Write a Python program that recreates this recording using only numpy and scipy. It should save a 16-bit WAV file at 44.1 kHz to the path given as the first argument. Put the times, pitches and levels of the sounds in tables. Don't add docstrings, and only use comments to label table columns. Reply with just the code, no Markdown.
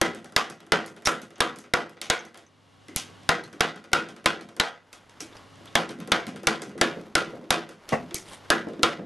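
import sys
import numpy as np
from scipy import signal
from scipy.fft import rfft, irfft, next_fast_len
from scipy.io import wavfile
from scipy.ndimage import uniform_filter1d

SR = 44100
rng = np.random.default_rng(int(sys.argv[2]) if len(sys.argv) > 2 else 0)


def voltage_ratio(decibels):
    exponent = np.asarray(decibels, float) / 20
    return 10 ** exponent


def materialize(psi):
    bounded = np.clip(np.atleast_2d(psi).T, -1, 1)
    quanta = np.round(bounded * 32767).astype(np.int16)
    wavfile.write(sys.argv[1], SR, quanta)


N = 399105

# start_s, crack_db, bench_db, lingering_board_hz, lingering_board_db
BLOWS = [(0.0135, -9, -18.5, 2020, -6), (0.3626, -4.5, -27, 1176, -2), (0.7199, -7, -19, 1405, -1.5),
         (1.071, -10, -24, 1397, -1.5), (1.4042, -8, -24.5, 1160, -1), (1.7363, -9.5, -24, 1400, -5),
         (2.0994, -7, -29, 1480, -5), (3.2904, -7, -22, 1950, -6.5), (3.6062, -7.5, -27, 1440, -3.5),
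         (3.931, -6, -31.5, 1400, 2.5), (4.2583, -6.5, -22.5, 1500, -8), (4.5981, -7.5, -40, 640, -17),
         (5.7531, -6, -20.5, 748, -5.5), (6.118, -6, -20, 2214, -4.5), (6.4701, -6, -20.5, 1400, -7),
         (6.812, -6, -18, 1700, -5), (7.1523, -5.5, -19.5, 1386, 1), (7.5049, -6, -21, 606, -8),
         (8.502, -6, -19, 1670, -0.5), (8.831, -4.5, -20, 1285, 1.5)]
# board_db, steel_db
LANDING = [(0.9, 3.5), (-1.3, 0.7), (2, -5.5), (-2.2, 2.5), (-0.5, 2.2), (-0.2, -0.8), (-1.5, 0.3),
           (1.5, -2.3), (-0.5, -1.5), (-1.5, -2), (-0.3, -1), (-1.6, -2.5), (0.3, -1), (0.3, -1), (0.1, 1),
           (-2.5, -1), (-3, 1.8), (-1.2, 2.2), (1, 0.8), (-2, -1.7)]
# start_s, level_db, bench_db, steel_rel_db, thump_db
TOUCHES = [(1.0567, -18.5, -23, 4.5, -46), (2.0145, -22, -24, 0, -68), (2.9609, -20, -23.5, 10.5, -35.5),
           (5.2048, -28, -17.5, 5, -77), (7.89, -26.5, -22, -1, -67), (8.1437, -30, -21, 15, -42)]

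# centre_hz, width_hz, level_db
BENCH = [(108, 64, -3), (176.6, 38, 2), (216, 49, 1.5), (283.6, 35, -5), (342.4, 67, 6.5), (437, 245, 8),
         (467, 44, 4), (530, 68, -3)]
BOARD = [(761, 306, 3.5), (1004, 140, -1.5), (1346, 278, 6), (1616, 170, 2), (1951, 150, 1.5)]
HANDLE = [(2262, 310, -3.5), (2714, 680, -2.5), (3446, 860, -0.5), (4660, 1600, -5.5)]
STEEL = [(4900, 1350, -6), (6030, 1200, -7), (8100, 3530, -0.5), (9500, 1900, -13.5), (10920, 940, -9.5)]
BLOCK = [(198, 100, 3), (310, 270, -5), (520, 214, 2.5), (660, 94, 3), (1090, 85, -1), (1910, 210, -5),
         (2600, 130, -7), (4360, 2500, -26)]
# pitch_hz, level_db, t60_s
WOOD_MODES = [(166.26, -13, 0.48), (270.5, -9.5, 0.29), (356.5, -3.5, 0.22), (446, -2, 0.29),
              (486.4, -3.5, 0.4), (640, -8.5, 0.27), (746, -5, 0.24), (989, -4.5, 0.32), (1131, -5, 0.22),
              (1272, -12, 0.4), (1397, -8.5, .4), (1670, -8, 0.36), (1906, -8, 0.27), (2320, -9.5, 0.22)]
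# start_s, level_db, pitch_hz
STEEL_RINGS = [(0.0144, -36, 4140), (1.056, -7, 5630), (1.2161, -38, 6300), (1.3568, -46, 6250),
               (1.4037, -9.5, 3630), (2.1006, -12, 3550), (2.1894, -31, 6100), (2.2498, -40, 6100),
               (2.3745, -51, 3390), (2.4638, -48.5, 6160), (3.6067, -19.5, 3480), (3.931, -23, 3480),
               (4.5984, -10, 3880), (5.2046, -24.5, 5600), (5.3682, -39, 4900), (5.674, -34, 3540),
               (5.7538, -6.5, 3280), (5.892, -34, 3970), (6.119, -9, 3560), (6.2652, -34, 3800),
               (8.1424, -30.5, 4690)]
# start_s, level_db, pitch_hz
BLADE_RING = [(2.885, -27, 2050), (2.965, -21, 2600), (3.931, -8, 1410), (4.5982, -8, 800),
              (4.5982, -17, 1045), (7.1521, -4, 1400), (0.3625, -10, 770), (2.1001, -8, 2180),
              (2.965, -26, 3080)]

# start_s, level_db
THUDS = [(2.06, -43), (2.414, -67.5), (3.096, -44.5), (3.147, -56), (3.633, -30), (3.956, -22.5),
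         (5.609, -43), (5.986, -38), (6.06, -61), (6.343, -35.5), (6.753, -30.5), (6.969, -30),
         (7.067, -42.5), (7.333, -30.5), (7.422, -39), (8.668, -22), (8.992, -27.5)]
# start_s, level_db, pitch_hz
LEG_BUMPS = [(0.149, -45, 203), (0.499, -40, 191), (0.859, -41, 213), (1.218, -42, 202),
             (1.558, -39.5, 226), (1.899, -53, 202), (2.25, -64, 312), (2.885, -35, 300), (3.436, -37, 161),
             (3.536, -39, 310), (3.757, -40, 218), (4.085, -37, 216), (4.409, -36, 205), (5.202, -39, 297),
             (5.892, -30.5, 213), (5.984, -28.5, 202), (6.063, -38, 194), (6.268, -28.5, 216),
             (6.34, -32, 207), (6.62, -32.5, 390), (6.669, -31, 202), (6.753, -32, 198), (6.968, -31, 238),
             (7.331, -36, 200), (7.423, -37, 291), (7.69, -43, 342), (8.113, -32.5, 355), (8.669, -31, 363),
             (8.792, -23, 297), (8.988, -30.5, 199)]
# start_s, level_db, steel_rel_db
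FIRST_LANDINGS = [(0.1472, -37.5, 5), (0.4988, -36.5, 6), (0.8614, -46, 15), (1.2167, -39, 5),
                  (1.5592, -42.5, 7.5), (1.8946, -47, 4.5), (2.2507, -43, 1), (3.4376, -40, 4),
                  (3.7594, -38, -5.5), (4.0866, -37.5, 1), (4.4099, -40, 2), (5.891, -33, 1.5),
                  (6.2672, -30.5, 2), (6.6185, -31, 7), (7.6904, -37, 2.5), (8.6852, -40.5, -3)]
SECOND_LANDINGS = [(0.2438, -39, 2.5), (0.603, -41, -3), (0.9637, -41, -1), (1.305, -43.5, -1),
                   (1.6392, -43, -11.5), (1.969, -44, -25), (2.3436, -41, -2), (3.5284, -39.5, 0),
                   (3.8404, -41.5, -4), (4.1634, -41.5, 0), (4.4878, -41.5, 0), (6.0015, -35, -1),
                   (6.3599, -35.5, -0.5), (6.6934, -42, 0), (8.7335, -41.5, -9)]
THIRD_LANDINGS = [(0.322, -45.5, 3), (0.665, -50.5, 3), (1.021, -47, 2), (1.381, -46.5, 2),
                  (3.596, -43.5, -4), (3.916, -42, -2), (4.242, -41.5, 0.5), (4.565, -41, 5),
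                  (6.0744, -38, 5.5), (6.432, -38, 1.5), (6.778, -37, 1), (8.7926, -42, -11)]
# start_s, level_db, steel_rel_db
CHIPS = [(0.8774, -40, -14), (1.0516, -28, 3), (1.3565, -41, -16), (1.5864, -42.5, 13), (2.374, -39.5, 4),
         (2.8828, -38, 0), (3.455, -45, -25), (4.9287, -35.5, 4.5), (5.0946, -44.5, 0), (5.199, -41, -13),
         (5.367, -41.5, 1), (5.556, -54, 6), (5.907, -39, 1), (5.987, -45, -3), (6.283, -40, 1),
         (5.656, -39, 0), (5.726, -47, -12), (7.0129, -44, 0), (2.972, -47.5, 6.5), (3.1255, -61, -7),
         (3.2317, -45, -6), (7.3556, -49, -1), (7.4404, -48, -12), (8.4452, -48, -8), (8.1085, -33, -14.5),
         (8.8246, -40, 0.6)]

# start_s,
# hardest_s, end_s, hardest_db
SCRAPE = [(3.09, 3.13, 2.7, -72), (4.75, 4.945, 6.7, -57.5), (5.104, 5.184, 5.2, -59),
          (5.27, 5.353, 5.49, -51.5), (5.643, 5.669, 5.6, -51), (6.9, 6.95, 7.36, -50.5),
          (7.25, 7.3, 7.7, -51.5), (7.75, 7.83, 8.5, -52.5), (7.911, 7.915, 7.92, -39.5),
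          (7.974, 8.003, 8.22, -51), (8.22, 8.335, 8.4, -46.5), (8.4, 8.423, 10, -54)]
# start_s, hardest_s, end_s, hardest_db
RASP = [(8.255, 8.29, 8.31, -54), (8.31, 8.34, 8.375, -48.5), (5.65, 5.66, 5.5, -55),
        (3.3, 2.92, 3.25, -48)]
# freq_hz, density_db
SCRAPE_COLOUR = [(150, 7), (400, 11), (1100, 9.5), (3000, -1), (5000, -5.5), (9000, -16.5), (13000, -13.5)]
RASP_COLOUR = [(1500, -18), (3300, 3), (6500, -5), (9300, 4), (12000, -10)]
# start_s, level_db, pitch_hz
SQUEAKS = [(3.436, -27, 4200), (4.409, -33, 4300), (5.326, -34, 3600), (5.526, -36, 1140),
           (8.161, -19.5, 2098), (8.263, -33, 2050), (8.276, -27, 3300), (8.326, -30, 3260),
           (8.331, -29, 2076)]

# freq_hz, t60_s, level_db, direct_side_minus_mid_db
ROOM = [(134, 1, -9.5, -7), (246, 0.89, 4, -13.5), (523, 0.6, -2.5, -6), (960, 0.23, 0.5, -5.5),
        (1790, 0.41, -5, -13), (3720, 0.39, -10, -25), (6400, 0.41, -3, -26), (10700, 0.4, -17, -11)]
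# freq_hz, side_minus_mid_db
TAIL_SIDE = [(60, -17), (300, -17.5), (1900, -8), (2500, -19.5), (3000, -48), (10600, -52), (11200, -5),
             (12500, -6)]
# freq_hz, density_db
AIR = [(30, -16), (70, -10), (150, 6.5), (300, -0.5), (1100, -3.5), (2600, -10.5), (2900, -6.5),
       (6000, -17), (13000, -28.5)]
# freq_hz, side_minus_mid_db
AIR_SIDE = [(30, 6.5), (120, -7.5), (300, -3), (1200, -7), (2100, -12), (2800, -40), (10600, -48.5),
            (11400, -7.5)]
# pitch_hz, rms_db
HUM = [(100, -57), (274, -63), (1109, -66.5), (2850, -73)]

USUAL_CRACK_DB, BOARD_DB, STEEL_DB, ROOM_DB, THUMP_DB = -6.5, -4, -5.5, -3, -34.5
BOARD_FOLLOWS, STEEL_FOLLOWS, ROOM_FOLLOWS = 0.44, 0.7, 1
TOUCH_BOARD_DB, TOUCH_ROOM_DB = -14.5, 3.5
SNAP_HZ, SNAP_T60_S, BLOW_SNAP_DB, TOUCH_SNAP_DB = 4300, 0.006, -5, -2.5
WOOD_DB, WOOD_SIDE_DB = -30.5, -9
BLOCK_START_S, BLOCK_DB, BLOCK_ROOM_DB = 7.921, -10, -26
BLOCK_PUSH_S, BLOCK_RISE_S = 0.024, 0.0044
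STROKE_START_DB, STROKE_END_DB = -15, -15.5
AIR_DB, AIR_SIDE_DB = -52.5, -59
DUCK_DB, RECOVER_DB_S, DUCK_ABOVE_DB = -18, 18, -15
NOTCH_HZ, NOTCH_WIDTH_HZ, NOTCH_SHARE = 2510, 210, 0.24
CEILING, TOP_HZ, ROOM_RIPPLE_DB = 1.1, 11750, 2.0


def blows():
    rows = []
    for (s, db, bench_db, *_), (board_db, steel_db) in zip(BLOWS, LANDING):
        excess_db = db - USUAL_CRACK_DB
        board = BOARD_DB + board_db + (BOARD_FOLLOWS - 1) * excess_db
        steel = STEEL_DB + steel_db + (STEEL_FOLLOWS - 1) * excess_db
        room = ROOM_DB + (ROOM_FOLLOWS - 1) * excess_db
        rows.append((s, db, bench_db - db, board, steel, room))
    return rows


def touches():
    return [(s, db, bench_db, TOUCH_BOARD_DB, steel_db, TOUCH_ROOM_DB)
            for s, db, bench_db, steel_db, _ in TOUCHES]


def knocks(table, push_s):
    s, db, bench_db, board_db, steel_db, _ = np.transpose(table)[:, :, None, None]
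    count = len(s)
    sound = ring(HANDLE, count, push_s=push_s, rise_s=0.0013)
    sound = sound + voltage_ratio(steel_db) * ring(STEEL, count, push_s=0.72 * push_s, rise_s=0.0001)
    sound = sound + voltage_ratio(board_db) * ring(BOARD, count, push_s=1.6 * push_s, rise_s=0.00027)
    sound = sound + voltage_ratio(bench_db) * ring(BENCH, count, push_s=1.4 * push_s, rise_s=0.0026)
    out = np.zeros((2, N))
    add(out, s.ravel(), voltage_ratio(db) * sound)
    return out


def ring(modes, count, push_s, rise_s):
    t = np.arange(4096) / SR
    envelope = np.exp(-t / push_s) * (1 - np.exp(-t / rise_s))
    push = rng.standard_normal((count, 2, len(t))) * envelope
    out = 0
    for hz, width_hz, db in modes:
        side_db = room_at(hz)[2] - 2.5
        out = out + voltage_ratio(db + np.array([[0], [side_db]])) * narrow(push, hz, width_hz)
    return out / np.abs(out[:, :1]).max(axis=2, keepdims=True)


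def snaps():
    t, out = np.arange(512) / SR, np.zeros((2, N))
    shape = np.sin(2 * np.pi * SNAP_HZ * t * (1 - t / 0.013)) * voltage_ratio(-60 * t / SNAP_T60_S)
    rows = [(r[0], r[1] + BLOW_SNAP_DB) for r in BLOWS]
    rows += [(r[0], r[1] + TOUCH_SNAP_DB) for r in TOUCHES]
    add(out[0], [s + 0.0006 for s, _ in rows], [voltage_ratio(db) * shape for _, db in rows])
    return out


def thumps():
    phase, out = np.arange(2048) / SR / 0.00048, np.zeros((2, N))
    rows = [(r[0], THUMP_DB) for r in BLOWS] + [(r[0], r[4]) for r in TOUCHES]
    lean = np.sign(rng.standard_normal(len(rows))) * voltage_ratio(-7)
    shape = phase * np.exp(1 - phase)
    sounds = [voltage_ratio(db + 16.5) * np.outer([1, k], shape) for (_, db), k in zip(rows, lean)]
    add(out, [s + 0.0024 for s, _ in rows], sounds)
    return out


def wood_modes():
    t, out = np.arange(12288) / SR, np.zeros((2, N))
    hz, db, t60_s = np.transpose(WOOD_MODES)[:, :, None]
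    swell = voltage_ratio(db - 60 * t / t60_s) * (1 - np.exp(-t / 0.0052))
    gain = voltage_ratio(WOOD_DB + np.array([[0], [WOOD_SIDE_DB]]))
    chances = rng.standard_normal((len(BLOWS), 4, len(hz), 1))
    for (s, *_), chance in zip(BLOWS, chances):
        turn = 2 * np.pi * (hz * (1 + 0.012 * chance[0]) * t + chance[1])
        tones = swell * np.sin(turn)
        mix_chance = chance[2:, :, 0]
        mix = voltage_ratio(2.5 * mix_chance) * np.sign(mix_chance)
        add(out, [s], [gain * (mix @ tones)])
    return out * flutter(size=300, depth_db=2.5)


def lingering(table, width_hz, t60_s, rel_db):
    t, out = np.arange(12288) / SR, np.zeros(N)
    noise = rng.standard_normal((len(table), len(t)))
    decay = voltage_ratio(-60 * t / t60_s) * (1 - np.exp(-t / 0.00045)) * np.sqrt(SR / width_hz)
    sounds = [voltage_ratio(db + rel_db) * narrow(n, hz, width_hz) * decay for n, (_, db, hz) in zip(noise, table)]
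    add(out, [r[0] for r in table], sounds)
    return out


def block():
    out = np.zeros((2, N))
    sound = ring(BLOCK, count=1, push_s=BLOCK_PUSH_S, rise_s=BLOCK_RISE_S)
    add(out, [BLOCK_START_S], voltage_ratio(BLOCK_DB) * sound)
    return out


def thuds():
    return [(s, db - 33.5, 30, 11.0, -3.0, -1.5) for s, db in THUDS]


def ticks():
    kinds = [(FIRST_LANDINGS, -10.5, -5.5, 2.7), (SECOND_LANDINGS, -8.5, -4.5, 2.6),
             (THIRD_LANDINGS, 0, 0.3, 0.6), (CHIPS, -19, -7, 1.1)]
    return [(s, db, bench_db, board_db, steel_db, room_db)
            for rows, bench_db, board_db, room_db in kinds for s, db, steel_db in rows]


def scrape():
    grit = rng.standard_normal(N) * flutter(size=60, depth_db=2.2) * flutter(size=500, depth_db=1.2)
    slide = level(shaped(grit, SCRAPE_COLOUR), 0) * strokes(SCRAPE)
    rasp = level(shaped(grit, RASP_COLOUR), 0) * strokes(RASP)
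    return slide + rasp


def strokes(table):
    t, size = np.arange(N) / SR, np.zeros(N)
    for *s, db in table:
        press_db = np.interp(t, s, [STROKE_START_DB, 0, STROKE_END_DB])
        size += voltage_ratio(db + press_db) * (t > s[0] - 0.03) * (t < s[-1] + 0.02)
    return uniform_filter1d(size, size=600)


def workshop(table, wet_db):
    s, db, bench_db, board_db, steel_db, room_db = np.transpose(table)
    db = db + room_db + wet_db
    clumps = flutter(size=100, depth_db=2.0)
    bench = diffuse(BENCH, s, db + bench_db + 4.0, shorten=0.68) * flutter(size=500, depth_db=1.2)
    board = diffuse(BOARD, s, db + board_db, shorten=0.94)
    handle = diffuse(HANDLE, s, db + 2.0, shorten=0.76)
    steel = diffuse(STEEL, s, db + steel_db, shorten=0.57)
    return bench + clumps * (board + handle + steel)


def diffuse(modes, times_s, db, shorten):
    out, at = 0, (times_s * SR).astype(int)
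    noise = rng.standard_normal((2, N + 4096))
    uneven_db = 1.1 * rng.standard_normal((len(times_s), len(modes)))
    for k, (hz, width_hz, mode_db) in enumerate(modes):
        t60_s, room_db, _ = room_at(hz)
        hits = np.bincount(at, voltage_ratio(2 * (db + uneven_db[:, k])), N)
        fall = voltage_ratio(-120 / (shorten * t60_s * SR))
        energy = signal.lfilter([0.006], np.convolve([1, -1 + 0.0078], [1, -fall]), hits)
        size = np.sqrt(np.abs(energy) * SR / width_hz / len(modes)) * voltage_ratio(mode_db + room_db)
        out = out + narrow(noise[:, 500 * k:][:, :N], hz, width_hz) * size
    return out


def room_at(hz):
    room_hz, *columns = np.transpose(ROOM)
    return [np.interp(np.log(hz), np.log(room_hz), c) for c in columns]


def room_modes(x, depth_db):
    ripple_db = level(uniform_filter1d(rng.standard_normal(2049), size=4), 0) * depth_db
    ripple_db *= np.minimum(np.arange(2049) / 60, 1)
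    cepstrum = irfft(np.log(voltage_ratio(ripple_db)))
    cepstrum = np.concatenate([cepstrum[:1], 2 * cepstrum[1:2048], np.zeros(2048)])
    response = irfft(np.exp(rfft(cepstrum)))
    return signal.oaconvolve(x, response[None] / np.linalg.norm(response), axes=1)[:, :N]


def background():
    mid = level(coloured(AIR, (N,)), AIR_DB)
    hz, side_db = np.transpose(AIR_SIDE)
    air_hz, density_db = np.transpose(AIR)
    air_db = np.interp(np.log(hz), np.log(air_hz), density_db)
    side = level(coloured(np.transpose([hz, air_db + side_db]), (N,)), AIR_SIDE_DB)
    t = np.arange(N) / SR
    drift = np.cumsum(rng.standard_normal((len(HUM), N)), axis=1) * 0.018
    hum = sum(np.sqrt(2) * voltage_ratio(db) * np.sin(2 * np.pi * pitch_hz * t + d)
              for (pitch_hz, db), d in zip(HUM, drift))
    return (mid + hum + np.array([side, -side])) * creeping_gain()


def creeping_gain():
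    t = np.arange(N) / SR
    hard_s = np.array([-0.3] + [s for s, db, *_ in BLOWS if db > DUCK_ABOVE_DB])
    since_s = t - hard_s[np.searchsorted(hard_s, t) - 1]
    return voltage_ratio(np.minimum(DUCK_DB + RECOVER_DB_S * since_s, 0))


def level(x, db):
    return x * voltage_ratio(db) / np.sqrt(np.mean(x ** 2))


def band(x, hz, width_hz):
    return signal.lfilter(*signal.iirpeak(hz, hz / width_hz, fs=SR), x)


def narrow(x, hz, width_hz):
    return band(band(x, hz, 1.57 * width_hz), hz, 1.57 * width_hz)


def shaped(x, points):
    hz, db = np.transpose(points)
    size = next_fast_len(len(x))
    bins_hz = np.maximum(np.arange(size // 2 + 1) * SR / size, 1)
    gain = voltage_ratio(np.interp(np.log(bins_hz), np.log(hz), db))
    return irfft(rfft(x, size) * gain, size)[:len(x)]


def coloured(points, shape):
    return shaped(rng.standard_normal(shape), points)


def flutter(size, depth_db):
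    lumps = uniform_filter1d(uniform_filter1d(rng.standard_normal(N), size), size)
    return voltage_ratio(depth_db * level(lumps, 0))


def add(track, times_s, sounds):
    for s, sound in zip(times_s, sounds):
        i = int(s * SR)
        track[..., i:i + sound.shape[-1]] += sound[..., :N - i]


def scene():
    small = ticks() + thuds()
    near = knocks(blows(), push_s=0.0023) + knocks(touches(), push_s=0.0017)
    near = near + voltage_ratio(-2.0) * knocks(small, push_s=0.0024)
    near = near + block() + thumps() + wood_modes() + snaps()

    echoes = room_modes(workshop(blows() + touches() + small, wet_db=-12.5), ROOM_RIPPLE_DB)
    echoes = echoes + diffuse(BLOCK, np.array([BLOCK_START_S]), np.array([BLOCK_ROOM_DB]), shorten=0.59)
    mid = near[0] + echoes[0]
    side = near[1] + shaped(echoes[1], TAIL_SIDE)

    board_rings = [(s, db, hz) for s, _, _, hz, db in BLOWS] + BLADE_RING
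    mid = mid + lingering(board_rings, width_hz=122, t60_s=0.29, rel_db=-27)
    mid = mid + lingering(STEEL_RINGS, width_hz=460, t60_s=0.083, rel_db=-15.0)
    mid = mid + lingering(LEG_BUMPS, width_hz=77, t60_s=0.44, rel_db=-10.5)
    mid = mid + lingering(SQUEAKS, width_hz=240, t60_s=0.1, rel_db=-22)
    side = side + lingering(LEG_BUMPS, width_hz=160, t60_s=0.2, rel_db=-26.5)
    return np.array([mid + side, mid - side]) + scrape() + background()


def low_pass(x):
    return signal.sosfilt(signal.butter(12, 12960, fs=SR, output="sos"), x)


def record(dry):
    heard = dry - NOTCH_SHARE * band(dry, NOTCH_HZ, NOTCH_WIDTH_HZ)
    limited = CEILING * np.tanh(heard / CEILING)
    top_cut = signal.cheby1(10, 0.5, TOP_HZ, fs=SR, output="sos")
    mix = signal.sosfilt(top_cut, limited)
    return low_pass(mix)


dry = scene()
out = record(dry)
materialize(out)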